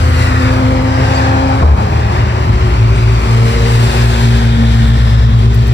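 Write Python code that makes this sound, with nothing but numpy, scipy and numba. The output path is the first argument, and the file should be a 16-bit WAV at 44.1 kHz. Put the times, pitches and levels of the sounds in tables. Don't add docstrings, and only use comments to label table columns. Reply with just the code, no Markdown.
import sys
import numpy as np
from scipy import signal
from scipy.fft import rfft, irfft, dct
from scipy.io import wavfile
from scipy.ndimage import uniform_filter1d, minimum_filter1d
from numba import njit

SR = 44100
rng = np.random.default_rng(int(sys.argv[2]) if len(sys.argv) > 2 else 0)


def transcribe(signal):
    frames = np.atleast_2d(signal).T
    limited = np.clip(frames, -1, 1)
    pcm = np.round(limited * 32767).astype(np.int16)
    wavfile.write(sys.argv[1], SR, pcm)


N = 252693
T = np.arange(N) / SR
HZ = np.maximum(np.arange(N // 2 + 1) * SR / N, 1)


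def undb(db):
    return 10 ** (np.asarray(db) / 20)


def curves(table):
    s, *columns = np.transpose(table)
    return [np.interp(T, s, column) for column in columns]


def over_hz(points):
    hz, value = np.transpose(points)
    return np.interp(np.log(HZ), np.log(hz), value)


def unit(x):
    return x / np.sqrt(np.mean(x ** 2))


def ramp(at_s, length_s):
    return .5 + .5 * np.sin(np.pi * np.clip((T - at_s) / length_s, -.5, .5))


def swell(at_s, half_s):
    return np.exp(-((T - at_s) / half_s) ** 2)


def walk(rate):
    return unit(irfft(rfft(rng.standard_normal(N)) / (1 + (HZ / rate) ** 4), N))


def band(lo_hz, hi_hz):
    return ((1 + (lo_hz / HZ) ** 16) * (1 + (HZ / hi_hz) ** 16)) ** -.5


# (frequency [Hz], coherence [0-1])
MIC_COHERENCE = [(100, .997), (250, .96), (500, .87), (900, .66), (1600, .6), (2500, .7), (4200, .5),
                 (7000, .45), (9000, .25), (15000, .2)]


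def spread_noise(gain):
    alike = np.clip(over_hz(MIC_COHERENCE), 0, 1)
    mid, side = rfft(rng.standard_normal((2, N))) * gain * np.sqrt([1 + alike, 1 - alike])
    return unit(irfft(np.array([mid + side, mid - side]), N))


def turning(hz):
    return 2 * np.pi * np.cumsum(hz) / SR


def exhaust(phase, levels_db, order, jitter, flutter_db):
    shaken = phase + jitter * walk(24)
    out = 0
    for k, db in zip(order, levels_db):
        out = out - undb(db + flutter_db * walk(6.8)) * np.cos(k * shaken)
    return out


LOW_GEAR_HZ, CLIMB_HZ_PER_S, SHIFT_S, REV_DROP_S = 126.9, 4.25, 1.615, .055
COAST_DB, LOAD_S, LOAD_RISE_S, UPPER_LAG_S = -9.5, 2.654, 0.34, 0.53
# (time [s], rate [Hz])
HIGH_GEAR_RATE = [(1.7, 102.62), (2.5, 105.85), (2.85, 110.45), (3.55, 115.54), (4.25, 116.33),
                  (5.1, 112.01), (5.73, 113.58)]
# (order, level in low gear [dB], level in high gear [dB])
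GEAR_ORDERS = [(1, -26.5, -12.5), (2, -26.5, -23.5), (4, -29.5, -36), (6, -37, -58)]
# (order, time [s], half length [s], gain [dB])
ORDER_SWELLS = [(2, 0.63, 0.39, 11.5), (2, 1.4, 0.27, 9), (4, 0.93, 0.44, 6), (6, 1.38, 0.49, 10.5),
                (4, 1.95, 0.33, 15), (4, 3.547, 0.3, 13), (2, 4.5, 0.41, 7)]


def shifting_lorry():
    high_hz, = curves(HIGH_GEAR_RATE)
    low_gear = np.exp(-np.maximum(T - SHIFT_S, 0) / REV_DROP_S)
    low_hz = LOW_GEAR_HZ + CLIMB_HZ_PER_S * T
    phase = turning(high_hz + low_gear * (low_hz - high_hz))
    levels = []
    for order, low_db, high_db in GEAR_ORDERS:
        coasting = 1 - ramp(LOAD_S + UPPER_LAG_S * (round(order) > 1), LOAD_RISE_S)
        swell_db = sum(db * swell(s, half) for k, s, half, db in ORDER_SWELLS if round(k) == round(order))
        gear_db = low_gear * low_db + (1 - low_gear) * (high_db + COAST_DB * coasting)
        levels.append(gear_db + swell_db)
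    main = exhaust(phase, levels, order=(1, 2, 4, 6), jitter=0.084, flutter_db=1.54)
    fourth, sixth = levels[2:]
    odd = exhaust(phase, [fourth - 14, fourth - 15], order=(3, 5), jitter=0.055, flutter_db=5.0)
    growl_db = [sixth - 4, sixth - 2, sixth - 4.5]
    growl = exhaust(phase, growl_db, order=(7, 10, 12), jitter=0.24, flutter_db=5.0)
    return main + odd + growl


BOOM_HZ, BOOM_SAG_HZ_PER_S, BOOM_DB = 76, 63, -3
BOOM_S, BOOM_ATTACK_S, BOOM_RELEASE_S = 0.143, .014, 0.031
GASP_DB, GASP_FADE_S, GASP_LOW_HZ, GASP_HIGH_HZ = -15, 0.11, 330, 1150


def boom():
    since = np.maximum(T - SHIFT_S, 0)
    opened = ramp(SHIFT_S + BOOM_ATTACK_S / 2, BOOM_ATTACK_S)
    held = 1 - ramp(SHIFT_S + BOOM_S, BOOM_RELEASE_S)
    phase = turning(BOOM_HZ - BOOM_SAG_HZ_PER_S * np.minimum(since, BOOM_S))
    pipe = exhaust(phase, [BOOM_DB, BOOM_DB - 16], order=(1, 2), jitter=.3, flutter_db=.8)
    gasp = spread_noise(band(GASP_LOW_HZ, GASP_HIGH_HZ)) * undb(GASP_DB) * np.exp(-since / GASP_FADE_S)
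    return opened * (held * pipe + gasp)


NEAR_S, NEARING_S = 2.47, 1.3
CLOSEST_S, CLOSEST_HALF_S, CLOSEST_DB = 4.94, 0.59, 5
# (time [s], firing rate [Hz])
CRUISE_RATE = [(0, 56.8), (1.4, 54.2), (2.8, 57.3), (4.1, 60.15), (5.73, 61.0)]
# (order, level while far [dB], level once near [dB])
CRUISE_ORDERS = [(1, -28, -14.5), (2, -17, -15), (3, -46, -36.5)]


def cruising_lorry():
    hz, = curves(CRUISE_RATE)
    near = ramp(NEAR_S, NEARING_S)
    first, second, third = (far_db + near * (near_db - far_db) for _, far_db, near_db in CRUISE_ORDERS)
    first = first + CLOSEST_DB * swell(CLOSEST_S, CLOSEST_HALF_S)
    return exhaust(turning(hz), [first, second, third], order=(1, 2, 3), jitter=0.04, flutter_db=1.0)


SLOWING_HZ, SAG_HZ_PER_S = 81.8, 2.85
BRAKING_DB, BRAKING_S, DRONE_DB = -10, 0.31, -17
RECEDES_S, RECEDE_DB_PER_S = 2.55, 8


def slowing_lorry():
    burst = undb(BRAKING_DB) * (1 - undb(DRONE_DB - BRAKING_DB))
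    gain = undb(DRONE_DB) + burst * swell(0, BRAKING_S)
    away_db = -RECEDE_DB_PER_S * np.maximum(T - RECEDES_S, 0)
    phase = turning(SLOWING_HZ - SAG_HZ_PER_S * T)
    return gain * exhaust(phase, [away_db], order=(1,), jitter=0.21, flutter_db=0.9)


TONE_FADE_S = 0.21
# (start [s], end [s], start pitch [Hz], end pitch [Hz], waver [Hz], level [dB])
STEADY_TONES = [(-.1, 1.6, 351.4, 347, 1.2, -34.5), (2.1, 4.52, 367.7, 385, 6.53, -27.5),
                (3.6, 4.2, 347.5, 347, 1.3, -33.5), (5.42, 5.9, 387, 383, 7, -30)]


def steady_tones():
    waver = np.sin(turning(np.full(N, 5.5))) + walk(28.2)
    flutter_db = 1.5 * walk(9)
    out = 0
    for start, end, start_hz, end_hz, waver_hz, db in STEADY_TONES:
        held = ramp(start, TONE_FADE_S) * (1 - ramp(end, TONE_FADE_S))
        hz = np.interp(T, [start, end], [start_hz, end_hz]) + waver_hz * waver
        out = out + held * undb(db + flutter_db) * np.sin(turning(hz))
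    return out


FAR_LOSS_DB_PER_KHZ = 0.87
# (closest at [s], time to go its own distance from the garden [s],
# level [dB], treble lost in the leaves [dB per kHz])
VEHICLE_PASSES = [(.2, 0.28, -26, 0.17), (.5, 0.26, -20.5, 2.5), (1.22, 0.27, -18.5, 1.75),
                  (2.2, 0.48, -20, 2.53), (3.3, .15, -25.5, .5), (3.95, .45, -22, 0.22),
                  (4.9, 0.28, -36, -0.2)]


def traffic(lo_hz, hi_hz, band_db, far_db):
    khz = np.sqrt(lo_hz * hi_hz) / 1000
    power = undb(far_db) ** 2
    for closest_s, passing_s, db, dullness in VEHICLE_PASSES:
        distance = np.hypot(1, (T - closest_s) / passing_s)
        loss_db = khz * (dullness + FAR_LOSS_DB_PER_KHZ * (distance - 1))
        power = power + (undb(db + band_db - loss_db) / distance) ** 2
    return np.sqrt(power)


# (frequency [Hz], relative density [dB per Hz])
TREAD_COLOUR = [(560, 4), (680, 5.5), (850, 7), (1300, 5.5), (1900, 1.5), (2400, -1), (3400, -12),
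                (4700, -9), (6200, -18), (8000, -22), (9500, -28.5), (12500, -32), (15500, -31)]
# (low edge [Hz], high edge [Hz], level relative to a pass [dB], steady far traffic [dB])
TREAD_BANDS = [(519, 1260, -1, -31), (1310, 3450, -2, -33), (2685, 8850, -3, -35),
               (7700, 13300, -10.5, -49.5)]
# (time [s], delay [s])
GROUND_BOUNCE = [(0, 0.00063), (1.6, .0013), (3, 0.000813), (4, 0.001153), (5.73, 0.0016)]


def tyres():
    colour = undb(over_hz(TREAD_COLOUR))
    gust_db = 1.05 * walk(5)
    out = 0
    for lo, hi, band_db, far_db in TREAD_BANDS:
        flutter_db = .6 * walk(16) + gust_db * np.sqrt(lo / 4000)
        noise = spread_noise(colour * band(lo, hi))
        out = out + noise * traffic(lo, hi, band_db, far_db) * undb(flutter_db)
    delay, = curves(GROUND_BOUNCE)
    echo = np.array([np.interp(T - delay, T, channel) for channel in out])
    return out + .22 * echo


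def resonances(table, scatter=1.0):
    out = np.zeros((2, N))
    for start, end, start_hz, end_hz, width_hz, db in table:
        on = (T > start) & (T < end)
        progress = (T[on] - start) / (end - start)
        chance = rng.standard_normal((6, N))[:, on]
        lowpass = signal.butter(2, width_hz / 2, fs=SR, output="sos")
        drift = signal.sosfilt(lowpass, chance)
        carrier = np.exp(1j * turning(start_hz + (end_hz - start_hz) * progress))
        ring = np.real((drift[:3] + 1j * drift[3:]) * carrier)
        out[:, on] += undb(db) * np.sin(np.pi * progress) * unit(ring[0] + scatter * ring[1:])
    return out


# (start [s], end [s], start pitch [Hz], end pitch [Hz], width [Hz], level at the height of the swell [dB])
NOISY_BANDS = [(0, 0.64, 2148, 1650, 201, -26), (.1, .65, 1484, 1254, 183, -29),
               (.4, 2.4, 849, 819, 190, -24.5), (.9, 1.2, 1613, 1570, 90, -27.5),
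               (1.3, 1.96, 1217, 1104, 260, -26.5), (.8, 1.25, 5100, 5200, 600, -38.5),
               (2.0, 4, 2760, 2430, 463, -36), (3.05, 3.7, 1154, 1332, 88.7, -32.5),
               (3.3, 6, 3550, 3470, 703, -32.5), (4.1, 5.5, 1863, 1722, 150, -31.5),
               (4.5, 5.9, 1090, 1020, 147, -35.5), (4.85, 5.4, 5070, 5370, 396, -41)]


def noisy_bands():
    return resonances(NOISY_BANDS)


# (start [s], end [s], start pitch [Hz], end pitch [Hz], width [Hz], peak level [dB])
BRAKE_SQUEAKS = [(1.125, 1.21, 4630, 4630, 40, -30.5), (1.135, 1.18, 6150, 6100, 160, -38),
                 (1.135, 1.18, 7500, 7300, 120, -37.5), (2.94, 3.0, 8340, 8270, 160, -41)]


def squeaks():
    return resonances(BRAKE_SQUEAKS, scatter=3)


# (time [s], level [dB], fade [s])
LEAF_BRUSHES = [(5.542, -32.5, 0.011), (5.574, -50, 0.011), (5.62, -45, 0.015), (5.671, -28, 0.0012),
                (5.68, -31, 0.0027)]


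def leaf():
    touch = sum(undb(db) * (T >= s) * np.exp(-abs(T - s) / fade) for s, db, fade in LEAF_BRUSHES)
    return touch * spread_noise(band(5200, 18000))


# (time [s], level [dB])
RUMBLE_LEVEL = [(0, -18), (.7, -15.5), (1.4, -15.5), (2.2, -13.5), (3.2, -17), (4.2, -21), (5, -17),
                (5.73, -17.5)]
# (frequency [Hz], relative density [dB per Hz])
RUMBLE_SPECTRUM = [(20, -33), (36, -32), (52, 3.5), (72, -3.5), (95, -3), (125, 0), (160, -10.5),
                   (210, -12), (290, -17), (400, -23), (700, -59.5)]


def rumble():
    db, = curves(RUMBLE_LEVEL)
    bed = spread_noise(undb(over_hz(RUMBLE_SPECTRUM))) * undb(db + 1.0 * walk(4.8))
    casings = spread_noise(band(312, 635)) * traffic(*TREAD_BANDS[0]) * undb(-5.5)
    return bed + casings


def from_left(pair, count):
    return np.array([pair[0], np.pad(pair[1], (count, 0), "edge")[:N]])


# (frequency [Hz], left minus right [dB])
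MIC_BALANCE = [(60, 1.6), (120, .9), (250, 1.1), (500, 2.6), (800, 2.5), (1400, 0), (2500, 5), (3500, 4),
               (4500, 1.5), (6300, 4), (9500, 0), (14000, 5)]


def phone_shadow(pair):
    shade_db = np.repeat(over_hz(MIC_BALANCE), 2)[:N] / 2
    shaded = dct(pair, norm="ortho") * undb([shade_db, -shade_db])
    return dct(shaded, type=3, norm="ortho")


ENGINE_LAG, TYRE_LAG = 16, 23


def scene():
    onset = np.minimum(T / .01, 1)
    engines = shifting_lorry() + cruising_lorry() + slowing_lorry() + boom() + steady_tones()
    low = from_left(onset * (np.sqrt(2) * engines + rumble()), count=ENGINE_LAG)
    high = from_left(tyres() + noisy_bands() + squeaks() + leaf(), count=TYRE_LAG)
    return phone_shadow(low + high)


@njit
def peak_hold(x, fall):
    out, held = np.empty(len(x)), 0.
    for i in range(len(x)):
        held = max(x[i], held * fall)
        out[i] = held
    return out


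TOP_HZ = 15500


def record(dry):
    ceiling, release_s = 1.08, .06
    peak = peak_hold(np.abs(dry).max(axis=0), np.exp(-1 / (release_s * SR)))
    gain = ceiling / np.maximum(peak, ceiling)
    gain = uniform_filter1d(minimum_filter1d(gain, size=221), size=221)
    flattened = np.clip(dry * gain, -1, 1)
    return signal.sosfilt(signal.ellip(10, .1, 90, TOP_HZ, fs=SR, output="sos"), flattened)


dry = scene()
out = record(dry)
transcribe(out)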